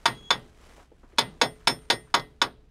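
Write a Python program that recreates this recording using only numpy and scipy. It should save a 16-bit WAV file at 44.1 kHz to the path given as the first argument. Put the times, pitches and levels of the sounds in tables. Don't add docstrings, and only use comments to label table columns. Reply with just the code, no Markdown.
import sys
import numpy as np
from scipy import signal
from scipy.io import wavfile
from scipy.ndimage import uniform_filter1d, minimum_filter1d

SR = 44100
rng = np.random.default_rng(int(sys.argv[2]) if len(sys.argv) > 2 else 0)


def to_wav(s):
    ch = np.atleast_2d(s).T
    pcm = np.round(np.clip(ch, -1, 1) * 32767)
    wavfile.write(sys.argv[1], SR, pcm.astype(np.int16))


N = 119070
TIME = np.arange(N) / SR
BAND_EDGES_HZ = 20 * 2 ** (np.arange(30) / 3)

# (frequency [Hz], level per third octave [dB])
AIR_SPECTRUM = [(25, -64.5), (45, -67.5), (62, -65.5), (85, -70.5), (160, -72.5), (400, -78), (1000, -86),
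                (3000, -85), (8000, -94), (15500, -100)]
# (pitch [Hz], level [dB])
DRONE_TONES = [(30, -59), (61, -57)]
# (time [s], level [dB])
RUB_LEVELS = [(0, -62), (.45, -66), (.53, -66), (.62, -60), (.72, -60), (.8, -60.5), (.85, -65.5),
              (.89, -75.5), (1.1, -71), (1.5, -65.5), (2.0, -67), (2.7, -81.5)]
# (frequency [Hz], gain per third octave [dB])
RUB_SPECTRUM = [(100, -22), (300, -9), (700, -8), (1800, -8), (3000, -10), (4500, -12.5), (6200, -11.5),
                (10000, -14.5), (15500, -29)]
# (time [s], strength [dB], bass [dB], clank [dB],
# treble [dB], clank centre [Hz], low ring [dB], main ring [dB], upper ring [dB], top ring [dB],
# ring length [factor], rebound [dB], tail [dB])
DROPS = [(0.0555, -1.5, -4.5, 5, 0.5, 960, 5, -0.5, -6.5, 1, 0.74, -3, 5.5),
         (.3047, -1, -5.5, 2.5, -2, 940, 3, 2.5, -5.5, -7.5, 0.77, -4.5, 2),
         (1.1832, -3.5, 0.5, 2, 4.5, 950, 6, 2.5, -3, 4.5, 0.74, 9.5, 8),
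         (1.4137, -1.5, 3.5, 4.5, 2, 690, 0, -4, 2.5, 1.5, 0.88, -11, -2),
         (1.6719, -2, 3, 5, 0.5, 2400, -2, -5.5, 12, 6.5, 0.9, 7, 0),
         (1.9006, -4, 2.5, 0.5, 5, 1250, 7, -5, 4.5, 5.5, 0.88, -3, -2.5),
         (2.1408, -2.5, 0, 7.5, 1, 1080, 4.5, -2.5, 0.5, -7, 0.89, 2.5, 2),
         (2.4157, -1.5, -4.5, 4.5, -1.5, 1260, -5.5, -2.5, 1, -5.5, 0.62, -0.5, -1)]
PAWL_HZ = [1872, 2030, 3326, 3525, 5332, 6642, 8855, 9576, 10771, 11014, 11956, 12629, 14992, 15460]
PAWL_DB = [-29, -34, -29, -11.5, -23.5, -24, -38, -34.5, -44, -42, -47, -49.5, -46.5, -62.5]
PAWL_BASE_T60_S = [0.22, 0.28, .24, 0.11, 0.15, 0.11, 0.33, 0.11, 0.28, 0.17, 0.29, .22, .1, .11]
FRAME_HZ = [470, 705, 937, 1120, 1432, 1615, 2115, 2265, 2594, 3062, 3885, 4112, 4840, 5189]
FRAME_DB = [-28.5, -25, -15, -20, -18.5, -24, -26.5, -23.5, -26, -24.5, -27, -27, -28, -26.5]
# (pitch [Hz], level [dB], t60 [s])
GATE_MODES = [(123.4, -35, .3), (158, -42, 0.42), (253, -41.5, .3), (430.3, -44.5, 0.63)]
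# (frequency [Hz], level per third octave [dB], t60 [s])
CLATTER_BANDS = [(90, -56.5, 0.58), (170, -33.5, 0.17), (362, -27, 0.19), (700, -27.5, 0.18),
                 (1080, -23.5, .13), (1800, -25, .13), (2840, -27.5, 0.088), (4020, -15, 0.093),
                 (5080, -25, 0.088), (6400, -30, 0.033), (8540, -37, .09), (12000, -47, .07),
                 (15500, -58, .06)]
# (frequency [Hz], level per third octave [dB])
REBOUND_SPECTRUM = [(100, -63), (1000, -29.5), (4500, -27.5), (7000, -25.5), (10000, -27), (13000, -43),
                    (15500, -46)]
# (frequency [Hz], level per third octave [dB], t60 [s])
TAIL_BANDS = [(100, -50.5, 0.58), (220, -47.5, .55), (500, -57.5, 0.68), (1000, -56, 0.5),
              (1990, -41, 0.15), (4170, -51.5, .42), (7000, -81, 0.17), (14620, -78.5, .4)]
# (time [s], strength [dB])
PAWL_TOUCHES = [(0.12, -42), (1.175, -30), (1.209, -19), (2.196, -18)]
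# (time [s], level [dB])
SQUEAL_LEVELS = [(.125, -82), (.145, -55), (.195, -49), (.215, -55), (.26, -47), (.29, -46.5), (.31, -72.5)]
# (time [s], level [dB], centre [Hz])
GEAR_KNOCKS = [(.777, -53, 600), (.795, -59, 1300), (.916, -51.5, 430), (1.031, -57, 1100),
               (1.033, -48, 310), (1.118, -65, 1500), (1.13, -55, 369), (1.608, -66.5, 1450),
               (2.072, -65.5, 1200)]

CONTACT_RISE_S, BUILD_CYCLES = .0007, .97


def from_db(db):
    return 10 ** (np.asarray(db) / 20)


def unit_rms(x):
    return x / np.sqrt(np.mean(x ** 2) + 1e-20)


def at_hz(rows, hz, column=1):
    rows = np.array(rows)
    return np.interp(np.log(hz), np.log(rows[:, 0]), rows[:, column])


def in_time(rows):
    return np.interp(TIME, *np.transpose(rows))


def drift(rate_hz):
    pole = np.exp(-2 * np.pi * rate_hz / SR)
    return unit_rms(signal.lfilter([1], [1, -2 * pole, pole * pole], rng.standard_normal(N + SR))[SR:])


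def noise_bands():
    white = rng.standard_normal((2, N + SR // 4))
    for k, (low, high) in enumerate(zip(BAND_EDGES_HZ, BAND_EDGES_HZ[1:])):
        sos = signal.butter(2, [low, high], "band", fs=SR, output="sos")
        yield np.sqrt(low * high), unit_rms(signal.sosfilt(sos, white[k % 2])[-N:])


def add(out, start_s, sound):
    i = max(int(start_s * SR), 0)
    out[i:i + len(sound)] += sound[:max(N - i, 0)]


def strike_envelope(t60, build_s):
    t = TIME[:int(SR * min(2 * t60, 1))]
    return -np.expm1(-t / (build_s + CONTACT_RISE_S)) * from_db(-60 * t / t60)


def bell_curve(hz, centre_hz, width_oct):
    return 1 / (1 + (np.log2(hz / centre_hz) / width_oct) ** 2)


def drop_colour_db(hz, bass_db, clank_db, treble_db, clank_hz):
    tilt_db = at_hz([(443, bass_db), (1200, 0), (4500, treble_db)], hz)
    return tilt_db + clank_db * bell_curve(hz, clank_hz, width_oct=.25)


def ring_colour_db(hz, low_db, main_db, upper_db, top_db):
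    return at_hz([(2030, low_db), (3400, main_db), (5332, upper_db), (6642, 0),
                  (8855, top_db), (9576, top_db / 2)], hz)


def struck_mode(hz, db, t60, build_s, spread_db=.8):
    envelope = from_db(db + spread_db * rng.normal()) * strike_envelope(t60, build_s)
    return envelope * np.sin(2 * np.pi * (hz * TIME[:len(envelope)] + rng.random()))


def outdoors():
    air = sum(from_db(at_hz(AIR_SPECTRUM, hz)) * noise for hz, noise in noise_bands())
    drone = sum(from_db(db) * np.sin(2 * np.pi * hz * TIME + 1.3 * drift(rate_hz=3.1))
                for hz, db in DRONE_TONES)
    return air + drone


def turning_gear(grain_db=2.4):
    out = np.zeros(N)
    rub = from_db(in_time(RUB_LEVELS) + grain_db * drift(rate_hz=160))
    knock = strike_envelope(t60=.097, build_s=.0015)
    for hz, noise in noise_bands():
        gain = rub * from_db(at_hz(RUB_SPECTRUM, hz))
        for start, db, centre_hz in GEAR_KNOCKS:
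            add(gain, start, knock * from_db(db) * bell_curve(hz, centre_hz, width_oct=.77) ** 2)
        out += gain * noise
    return out


def ringing_iron(twin_spread_hz=10, twin_db=-10.5, frame_detune=.012, frame_t60=.091, gate_lag_s=.028):
    out = np.zeros(N)
    for start, db, bass, clank, treble, clank_hz, low, main, upper, top, length, *_ in DROPS:
        for hz, level, base_t60 in zip(PAWL_HZ, PAWL_DB, PAWL_BASE_T60_S):
            ring_db = db + level + ring_colour_db(hz, low, main, upper, top)
            t60, build_s = base_t60 * length, BUILD_CYCLES / hz
            add(out, start, struck_mode(hz, ring_db, t60, build_s))
            twin_hz = hz + twin_spread_hz * rng.normal()
            add(out, start, struck_mode(twin_hz, ring_db + twin_db, t60, build_s))
        for hz, level in zip(FRAME_HZ, FRAME_DB):
            detuned_hz = hz * (1 + frame_detune * rng.normal())
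            frame_db = db + level + drop_colour_db(hz, bass, clank, treble, clank_hz)
            add(out, start, struck_mode(detuned_hz, frame_db, frame_t60, BUILD_CYCLES / hz))
        for hz, level, t60 in GATE_MODES:
            add(out, start + gate_lag_s, struck_mode(hz, db + level + bass / 2, t60, build_s=.0042))
    return out


def clatter(onset_s=.018, onset_db=-1, rebound_lag_s=.0082):
    out = np.zeros(N)
    softened_onset = from_db(onset_db / (1 + (TIME / onset_s) ** 8))
    for hz, noise in noise_bands():
        if hz < CLATTER_BANDS[0][0]:
            continue
        level, build_s = at_hz(CLATTER_BANDS, hz), BUILD_CYCLES / hz
        blow = strike_envelope(at_hz(CLATTER_BANDS, hz, column=2), build_s)
        blow *= softened_onset[:len(blow)]
        tick = strike_envelope(t60=.013, build_s=build_s) * from_db(at_hz(REBOUND_SPECTRUM, hz))
        touch = strike_envelope(t60=.03, build_s=build_s)
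        gain = np.zeros(N)
        for start, db, bass, clank, treble, clank_hz, *_, rebound_db, _ in DROPS:
            colour_db = drop_colour_db(hz, bass, clank, treble, clank_hz)
            add(gain, start, blow * from_db(db + level + colour_db))
            add(gain, start + rebound_lag_s, tick * from_db(db + rebound_db))
        for start, db in PAWL_TOUCHES:
            add(gain, start, touch * from_db(db + level))
        out += gain * noise
    return out


def lock_tail():
    out = np.zeros(N)
    for hz, noise in noise_bands():
        if hz < TAIL_BANDS[0][0]:
            continue
        bloom = strike_envelope(at_hz(TAIL_BANDS, hz, column=2), build_s=.015)
        power = np.zeros(N)
        for start, db, *_, tail_db in DROPS:
            add(power, start, (bloom * from_db(db + tail_db + at_hz(TAIL_BANDS, hz))) ** 2)
        out += np.sqrt(power) * noise
    return out


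def pawl_squeal(pitch_hz=3325, waver=.0052, octave_db=-16.5):
    phase = 2 * np.pi * np.cumsum(pitch_hz * (1 + waver * drift(rate_hz=120))) / SR
    tone = np.sin(phase) + from_db(octave_db) * np.sin(2 * phase)
    sliding = (TIME > SQUEAL_LEVELS[0][0]) & (TIME < SQUEAL_LEVELS[-1][0])
    return sliding * from_db(in_time(SQUEAL_LEVELS)) * tone


def duck(x, threshold_db=-18, share=.57, lag_s=.008, attack_s=.0025, release_db_per_s=324.5):
    level_db = 10 * np.log10(np.maximum(uniform_filter1d(x ** 2, size=128), 1e-12))
    late_db = np.interp(TIME - lag_s, TIME, level_db)
    cut_db = share * np.maximum(late_db - threshold_db, 0)
    release_db = release_db_per_s * TIME
    held_db = np.maximum.accumulate(cut_db + release_db) - release_db
    pole = np.exp(-1 / (attack_s * SR))
    return x * from_db(-signal.lfilter([1 - pole], [1, -pole], held_db))


def limit(x, ceiling_db=-4.6, window_s=.002):
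    window = int(window_s * SR)
    safe_gain = np.minimum(1, from_db(ceiling_db) / (np.abs(x) + 1e-9))
    return x * uniform_filter1d(minimum_filter1d(safe_gain, window), window)


def scene():
    blows = ringing_iron() + clatter() + lock_tail()
    return (blows + turning_gear() + pawl_squeal() + outdoors())[None]


def record(dry):
    high_cut = signal.ellip(10, .2, 80, 15750, fs=SR, output="sos")
    return signal.sosfilt(high_cut, limit(duck(dry[0])))[None]


dry = scene()
out = record(dry)
to_wav(out)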